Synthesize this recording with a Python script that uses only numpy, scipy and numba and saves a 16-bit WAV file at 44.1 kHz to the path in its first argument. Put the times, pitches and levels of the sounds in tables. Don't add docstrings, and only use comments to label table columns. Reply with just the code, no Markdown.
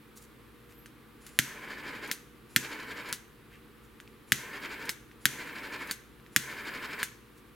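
import sys
import numpy as np
from scipy import signal
from scipy.fft import rfft, irfft, next_fast_len
from scipy.io import wavfile
from scipy.ndimage import uniform_filter1d, minimum_filter1d, map_coordinates
from numba import njit

SR = 44100
rng = np.random.default_rng(int(sys.argv[2]) if len(sys.argv) > 2 else 0)


def to_wav(sig):
    pcm = np.clip(np.atleast_2d(sig), -1, 1) * 32767
    pcm = np.round(pcm).astype(np.int16)
    wavfile.write(sys.argv[1], SR, pcm.T)


N = 332955
TIME = np.arange(N) / SR
HIT = np.arange(4096) / SR

# time in seconds, level in dB, pitch ratio of the case,
# hardness in dB, ping of the spring in Hz, ping level in dB.
HAMMER_STRIKES = [(1.3892, -5, 1.055, -1.5, 3100, -19), (2.562, -7, 1.055, 1.5, 2900, -29),
                  (4.3206, -5.5, 1.007, -1.5, 3930, -30), (5.255, -7.5, 1, 2.5, 1630, -22),
                  (6.3623, -5.5, 1.016, 0.5, 3380, -16)]
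# time in seconds, level in dB, pitch ratio of the case,
# hardness in dB, ping of the spring in Hz, ping level in dB.
VALVE_CLOSINGS = [(2.1139, -23, 1.04, 1, 5120, -32), (3.1267, -28.5, 0.89, 5.5, 4180, -33),
                  (4.8930, -22, 1.18, -2, 5240, -26.5), (5.9110, -26.5, 0.94, 3, 4600, -25.5),
                  (7.0298, -21, 0.94, -2, 1650, -26)]


def undb(db):
    return 10 ** (np.asarray(db) / 20)


def unit(x):
    return x / np.sqrt(np.mean(x ** 2))


def colour(x, points):
    size = next_fast_len(len(x) + len(HIT)) * 2
    hz, db = np.transpose(points)
    log_bins = np.log(np.fft.rfftfreq(size, 1 / SR) + 1)
    log_gain = np.log(undb(np.interp(log_bins, np.log(hz), db)))
    cepstrum = irfft(log_gain)
    cepstrum[1:size // 2] *= 2
    cepstrum[size // 2 + 1:] = 0
    response = np.exp(rfft(cepstrum))
    return irfft(rfft(x, size) * response)[:len(x)]


def noise(points):
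    return unit(colour(rng.standard_normal(N), points))


def walk(rate):
    k = int(SR / rate)
    steps = np.repeat(rng.standard_normal(N // k + 1), k)
    return unit(uniform_filter1d(steps, k)[:N])


def stereo(mid, side):
    return np.array([mid + side, mid - side])


def add(track, s, sound):
    i = int(s * SR)
    track[i:i + len(sound)] += sound[:N - i]


def burst(t60, t=HIT):
    x = rng.standard_normal(len(t)) * undb(-60 * t / t60)
    return x / np.linalg.norm(x)


def gate(start, stop, rise, fall):
    opening = np.clip((TIME - start) / rise + .5, 0, 1)
    closing = np.clip((stop - TIME) / fall + .5, 0, 1)
    return opening * closing


def background(air_db=-59, fan_db=-61, hum_db=-1, waver_db=-1.0, spread=0.47):
    # frequency in Hz, level in dB.
    air_colour = [(25, -42), (48, 3.5), (80, -13.5), (120, 3.5), (180, -13), (250, -5.5), (470, -9.5),
                  (650, -18), (1190, -9.5), (2400, -15.5), (4000, -21.5), (6500, -35.5), (11500, -25.5),
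                  (16000, -31)]
    # frequency in Hz, level in dB.
    fan_colour = [(60, -18), (110, -10), (220, -4.5), (330, -2.5), (480, -7), (560, -22.5), (800, -33)]
    # frequency in Hz, level in dB before the common shift.
    hum_tones = [(59.2, -66), (118.4, -70), (150.7, -70.5), (220.7, -64.5), (301.5, -68.5), (479.1, -69),
                 (1168, -74.5)]
    mid, side = (undb(air_db) * noise(air_colour) + undb(fan_db) * noise(fan_colour) for _ in range(2))
    hum = 0
    for hz, db in hum_tones:
        level = undb(db + hum_db + waver_db * walk(5))
        hum = hum + level * np.sin(2 * np.pi * hz * TIME + .5 * walk(6))
    return stereo(mid + np.sqrt(2) * hum, spread * side)


def room(x, wet_db=-12, t60=0.46, side_db=-13):
    mid, side = (signal.fftconvolve(x, burst(t60, TIME[:SR // 2]))[:N] for _ in range(2))
    return stereo(x + undb(wet_db) * mid, undb(side_db) * side)


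def scatter(x, near_db=-12, near_t60=0.036, far_db=-16, far_t60=0.48, gap=0.0036, spread=0.46):
    # frequency in Hz, level in dB.
    wash_colour = [(300, -23), (800, -14), (1200, -5.5), (1550, 9), (2200, 4.5), (2700, 2.5), (3500, 2),
                   (5200, -2.5), (6300, 4), (7500, -2.5), (8700, -2.5), (9400, -3.5), (11500, -3.5),
                   (13700, -7), (16000, -15)]
    t = TIME[:SR // 2]
    near, far = undb(-120 * t / near_t60), undb(-120 * t / far_t60)
    decay = undb(2 * near_db) * near / near.sum() + undb(2 * far_db) * far / far.sum()
    delayed_decay = np.pad(decay, (int(gap * SR), 0))
    energy = signal.fftconvolve(x ** 2, delayed_decay)[:N]
    wash = np.sqrt(np.abs(energy))
    return stereo(x + wash * noise(wash_colour), spread * wash * noise(wash_colour))


def ports(pair, lag=0.34, pan_db=0.9):
    right = map_coordinates(pair[1], [np.arange(N) - lag], order=3)
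    return np.array([pair[0] * undb(pan_db / 2), right * undb(-pan_db / 2)])


def squeak(jitter=0.0083, rough_db=3):
    # time in seconds, pitch in Hz, level in dB.
    squeak_path = [(.58, 11700, -84), (.62, 12400, -77), (.71, 13400, -71), (.78, 12800, -65),
                   (.85, 11900, -66), (.89, 11400, -86)]
    s, hz, db = np.transpose(squeak_path)
    pitch = np.interp(TIME, s, hz) * (1 + jitter * walk(500))
    level = undb(np.interp(TIME, s, db) + rough_db * walk(60))
    phase = 2 * np.pi * np.cumsum(pitch) / SR
    return gate(s[0], s[-1], .02, .02) * level * np.sin(phase)


def rubs(grain_db=3):
    # start in seconds, length in seconds, swish level in dB, dull scuff level in dB.
    strokes = [(0.149, 0.056, -54, -69), (0.19, 0.082, -57, -80), (.67, 0.089, -66, -64),
               (1.24, 0.086, -61, -59), (3.494, 0.099, -72, -56.5), (3.82, .06, -67, -80),
               (7.34, 0.08, -65, -76.5)]
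    # frequency in Hz, level in dB.
    swish_colour = [(1760, -48), (3000, -13), (4140, -3.5), (5330, -6), (7000, -0.5), (12100, -5),
                    (16000, -9)]
    # frequency in Hz, level in dB.
    scuff_colour = [(500, -39), (1300, -2), (1900, 2), (2600, 1), (4000, -12), (9000, -24)]
    swish, scuff = np.zeros((2, N))
    for s, length, swish_db, scuff_db in strokes:
        stroke = np.hanning(int(length * SR))
        add(swish, s, undb(swish_db) * stroke)
        add(scuff, s, undb(scuff_db) * stroke)
    grain = unit(undb(grain_db * walk(600)))
    return (swish * noise(swish_colour) + scuff * noise(scuff_colour)) * grain


def snaps(table, crack_db, crack_t60, rattle_db, rattle_t60, steel_db):
    # frequency in Hz, swell time in seconds, level in dB.
    case_modes = [(1694, 0.00079, 0.5), (2320, 0.00057, -4), (3107, 0.00063, -4.5), (3660, 0.0005, -8),
                  (4940, 0.0004, -6.5), (6670, 0.0012, -20.5), (9860, 0.00023, -23), (11240, 0.00024, -1)]
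    # frequency in Hz, level in dB.
    crack_colour = [(300, -27), (900, -13), (1500, -20), (3200, -4), (4200, -0.5), (5400, -4), (6500, -0.5),
                    (7600, -3.5), (9000, -1), (12000, -4), (13000, -6), (15500, -9), (17000, -3.5)]
    # frequency in Hz, level in dB, 60 dB decay time in seconds.
    steel_modes = [(1450, -22, .04), (2060, 5, 0.095), (2120, -12, 0.036), (3500, -15, .05),
                   (5080, 8, 0.044), (5860, -17, .15), (6500, -14, .15), (6900, -24, 0.12),
                   (7260, -11, .13), (8380, 1, .1), (8930, -22, .1), (11900, 9, .06)]
    out = np.zeros(N)
    contact = 1 - np.exp(-HIT / 0.00021)
    t = TIME[:SR // 4]
    for s, db, pitch, hardness_db, *_ in table:
        ring = 0
        for k, (hz, swell, mode_db) in enumerate(case_modes):
            shape = (HIT / swell * np.exp(1 - HIT / swell)) ** 2
            level = undb(mode_db + hardness_db * hz / case_modes[-1][0])
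            ring = ring + (-1) ** k * level * shape * np.sin(2 * np.pi * hz * pitch * HIT)
        steel = 0
        for hz, mode_db, t60 in steel_modes:
            level = undb(mode_db + 2 * rng.standard_normal() - 60 * t / t60)
            steel = steel + level * np.sin(2 * np.pi * (hz * t + rng.random()))
        metal = undb(crack_db) * burst(crack_t60) * contact + undb(rattle_db) * burst(rattle_t60)
        add(out, s, undb(db) * (ring + undb(hardness_db) * colour(metal, crack_colour)))
        add(out, s, undb(db + steel_db) * steel)
    return out


def pings(table, t60):
    out = np.zeros(N)
    for s, *_, hz, db in table:
        add(out, s, undb(db - 60 * HIT / t60) * np.sin(2 * np.pi * hz * HIT))
    return out


def grip_ticks():
    # time in seconds, level in dB, pitch ratio of the case, hardness in dB.
    shifts = [(.859, -43, 0.93, 0), (1.2655, -53, 0.88, 17), (4.0012, -39, 0.93, -8.5),
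              (4.0765, -43, 1.45, -21), (5.114, -43.5, 1.08, -25), (6.199, -50.5, 1, -15.5),
              (6.2635, -43.5, 1.07, -20)]
    slip_lead_s, slip_db, slip_hardness_db = .038, -53, 14
    slips = [(s - slip_lead_s, slip_db, 1, slip_hardness_db) for s, *_ in VALVE_CLOSINGS]
    return snaps(shifts + slips, crack_db=15, crack_t60=0.019, rattle_db=17.5, rattle_t60=0.11, steel_db=-39)


def flame_outs(thud_hz=200, thud_db=-41, thud_t60=0.053):
    out = np.zeros(N)
    for s, *_ in VALVE_CLOSINGS:
        add(out, s, undb(thud_db - 60 * HIT / thud_t60) * np.sin(2 * np.pi * thud_hz * HIT))
    return out


def ignitions(delay=0.00647, width=.0019, pop_hz=195, pop_db=-17.5, boom_db=-40, boom_t60=0.26):
    # frequency in Hz, level in dB, 60 dB decay time in seconds.
    low_modes = [(133, -41, 0.38), (213, -57, 0.12), (300, -41, 0.072)]
    # frequency in Hz, level in dB.
    boom_colour = [(40, -30), (90, -10), (130, 1), (260, 2.5), (400, -6.5), (900, -50)]
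    t = TIME[:SR // 2]
    pop = -np.sin(2 * np.pi * pop_hz * (t - delay)) * np.exp(-((t - delay) / width) ** 2 / 2)
    pop = colour(pop, [(30, -27), (75, -6.0), (120, -7), (1000, -5)])
    ring = sum(undb(db - 60 * t / t60) * np.sin(2 * np.pi * hz * t) for hz, db, t60 in low_modes)
    direct, swell = np.zeros((2, N))
    for s, *_ in HAMMER_STRIKES:
        add(direct, s, undb(pop_db) * pop)
        add(direct, s + delay, -ring)
        add(swell, s + delay, undb(boom_db - 60 * t / boom_t60))
    mid, side = (swell * noise(boom_colour) for _ in range(2))
    return stereo(direct + mid, .5 * side)


def plate(x, sway=.00005):
    # mean delay in seconds, level in dB.
    reflections = [(.0007, -24), (.0029, -24), (.0046, -20), (.0067, -17)]
    out = x
    for delay, db in reflections:
        arrival = (TIME - delay - sway * walk(3)) * SR
        out = out + undb(db) * map_coordinates(x, [arrival], order=1)
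    return out


def bounce(x, delay=.0019, echo_db=-8, sway=.00002):
    echo = map_coordinates(x, [(TIME - delay - sway * walk(8)) * SR], order=3)
    return unit(x + undb(echo_db) * echo)


def waving(spark, passes, wave_hz, off_centre, approach, out, back, edge=5):
    target_width = 0.83
    reach_s = 0.086
    phase = 2 * np.pi * wave_hz * (TIME - passes)
    across = off_centre + np.sin(phase)
    aim = np.interp(np.cos(phase), [-.5, .5], [back, out])
    within_reach = np.clip((TIME - spark - approach) / reach_s + .5, 0, 1)
    return within_reach * aim * np.exp(-np.abs(across / target_width) ** edge)


def flame(rush_db=-50, rush_swell_db=5, cup_swell_db=8, hiss_db=-63, hiss_swell_db=18.5, flutter_db=1.13,
          sputter_db=2.0, rise=0.09, tremor=.07, leak_db=-61):
    # gas flow before the spark in seconds, base level of the cup in dB, nozzle hiss in dB.
    burns = [(0.18, -48, -65), (0.069, -48, -62.5), (0.045, -47, -61), (0.047, -47.5, -60.5),
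             (.04, -46, -59)]
    # time in seconds when an outward stroke passes mid-swing,
    # waves in Hz, off-centre as a share of the swing, delay from spark to within reach in seconds,
    # how squarely the jet hits going out (0-1), the same coming back (0-1).
    swings = [(1.880, 6.1, -.09, .22, .72, .45), (2.903, 5.81, -.05, .02, .82, .64),
              (4.643, 5.88, -.13, .2, .68, .7), (5.742, 5.96, -.07, .11, .78, .64),
              (6.675, 5.98, -.035, .13, .88, .66)]
    # frequency in Hz, level in dB.
    rush_colour = [(60, -21.5), (130, -10), (310, -1.5), (500, -4), (700, -14), (850, -8), (1010, -1),
                   (1200, -14.5), (2000, -15.5), (3200, -15), (4200, -31), (6000, -39.5)]
    cup_colour = [(900, -19.5), (1250, -4.5), (1680, 4), (1950, -2), (2250, 2.5), (2700, -11.5),
                  (3500, -17), (4500, -22.5), (6000, -39)]
    hiss_colour = [(1500, -14.5), (2600, 2), (3200, 0.5), (3900, 1), (4900, 0.5), (5900, -10.5), (7100, -6),
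                   (8500, -15.5), (11000, -12.5), (16000, -30)]
    nozzle_colour = [(4000, -33), (8000, -5), (12000, -5), (13700, 1.5), (14500, -3), (16000, -3.5)]
    valve_colour = [(2000, -0.5), (5500, -6.5), (6700, -7), (7200, 1), (8200, -11), (9500, -2), (10400, 1),
                    (11500, -6), (16000, -25)]
    contact, lit, cup, gas, leak = np.zeros((5, N))
    for strike, closing, burn, swing in zip(HAMMER_STRIKES, VALVE_CLOSINGS, burns, swings):
        spark, shut = strike[0], closing[0]
        lead, cup_db, nozzle_db = burn
        burning = gate(spark + rise / 2, shut + 0.0069, rise, 0.0086)
        contact += (burning > 0) * waving(spark, *swing)
        lit += burning
        cup += burning * undb(cup_db)
        gas += burning * undb(nozzle_db)
        leak += gate(spark - lead, spark, 0.019, .006) * undb(leak_db)
    contact *= 1 + tremor * walk(60)
    rush = lit * noise(rush_colour) * undb(rush_db + rush_swell_db * contact)
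    cup_ring = cup * noise(cup_colour) * undb(cup_swell_db * contact)
    hiss_level = undb(hiss_db + hiss_swell_db * contact + sputter_db * walk(250))
    hiss = lit * bounce(noise(hiss_colour)) * hiss_level
    jet = (rush + cup_ring + hiss) * undb(flutter_db * walk(70))
    return jet + gas * bounce(noise(nozzle_colour)) + leak * noise(valve_colour)


def scene():
    press = snaps(HAMMER_STRIKES, crack_db=20.0, crack_t60=0.0068, rattle_db=0.5, rattle_t60=0.07, steel_db=-31.0)
    release = snaps(VALVE_CLOSINGS, crack_db=20.5, crack_t60=0.0078, rattle_db=20, rattle_t60=0.12, steel_db=-25)
    springs = pings(HAMMER_STRIKES, t60=0.018) + pings(VALVE_CLOSINGS, t60=0.024)
    lighter = ports(scatter(press + release + springs + flame_outs() + grip_ticks()))
    steady = room(plate(flame()) + rubs() + squeak())
    return lighter + ignitions() + steady + background()


@njit
def recover(cut_db, keep):
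    out, held = np.empty(len(cut_db)), 0.
    for i in range(len(cut_db)):
        held = min(cut_db[i], held * keep)
        out[i] = held
    return out


def record(dry, ceiling_db=-10, recovery=0.13, rail=0.74, top_hz=16100):
    power = uniform_filter1d(np.mean(dry ** 2, axis=0), size=111)
    cut_db = np.minimum(0, ceiling_db - 10 * np.log10(np.abs(power) + 1e-12))
    ahead = minimum_filter1d(cut_db, size=129)
    held_db = recover(ahead, np.exp(-1 / (recovery * SR)))
    gain = undb(uniform_filter1d(held_db, size=65))
    rounded = rail * np.tanh(dry * gain / rail)
    low_pass = signal.ellip(8, .2, 70, top_hz, fs=SR, output="sos")
    return signal.sosfilt(low_pass, rounded)


dry = scene()
out = record(dry)
to_wav(out)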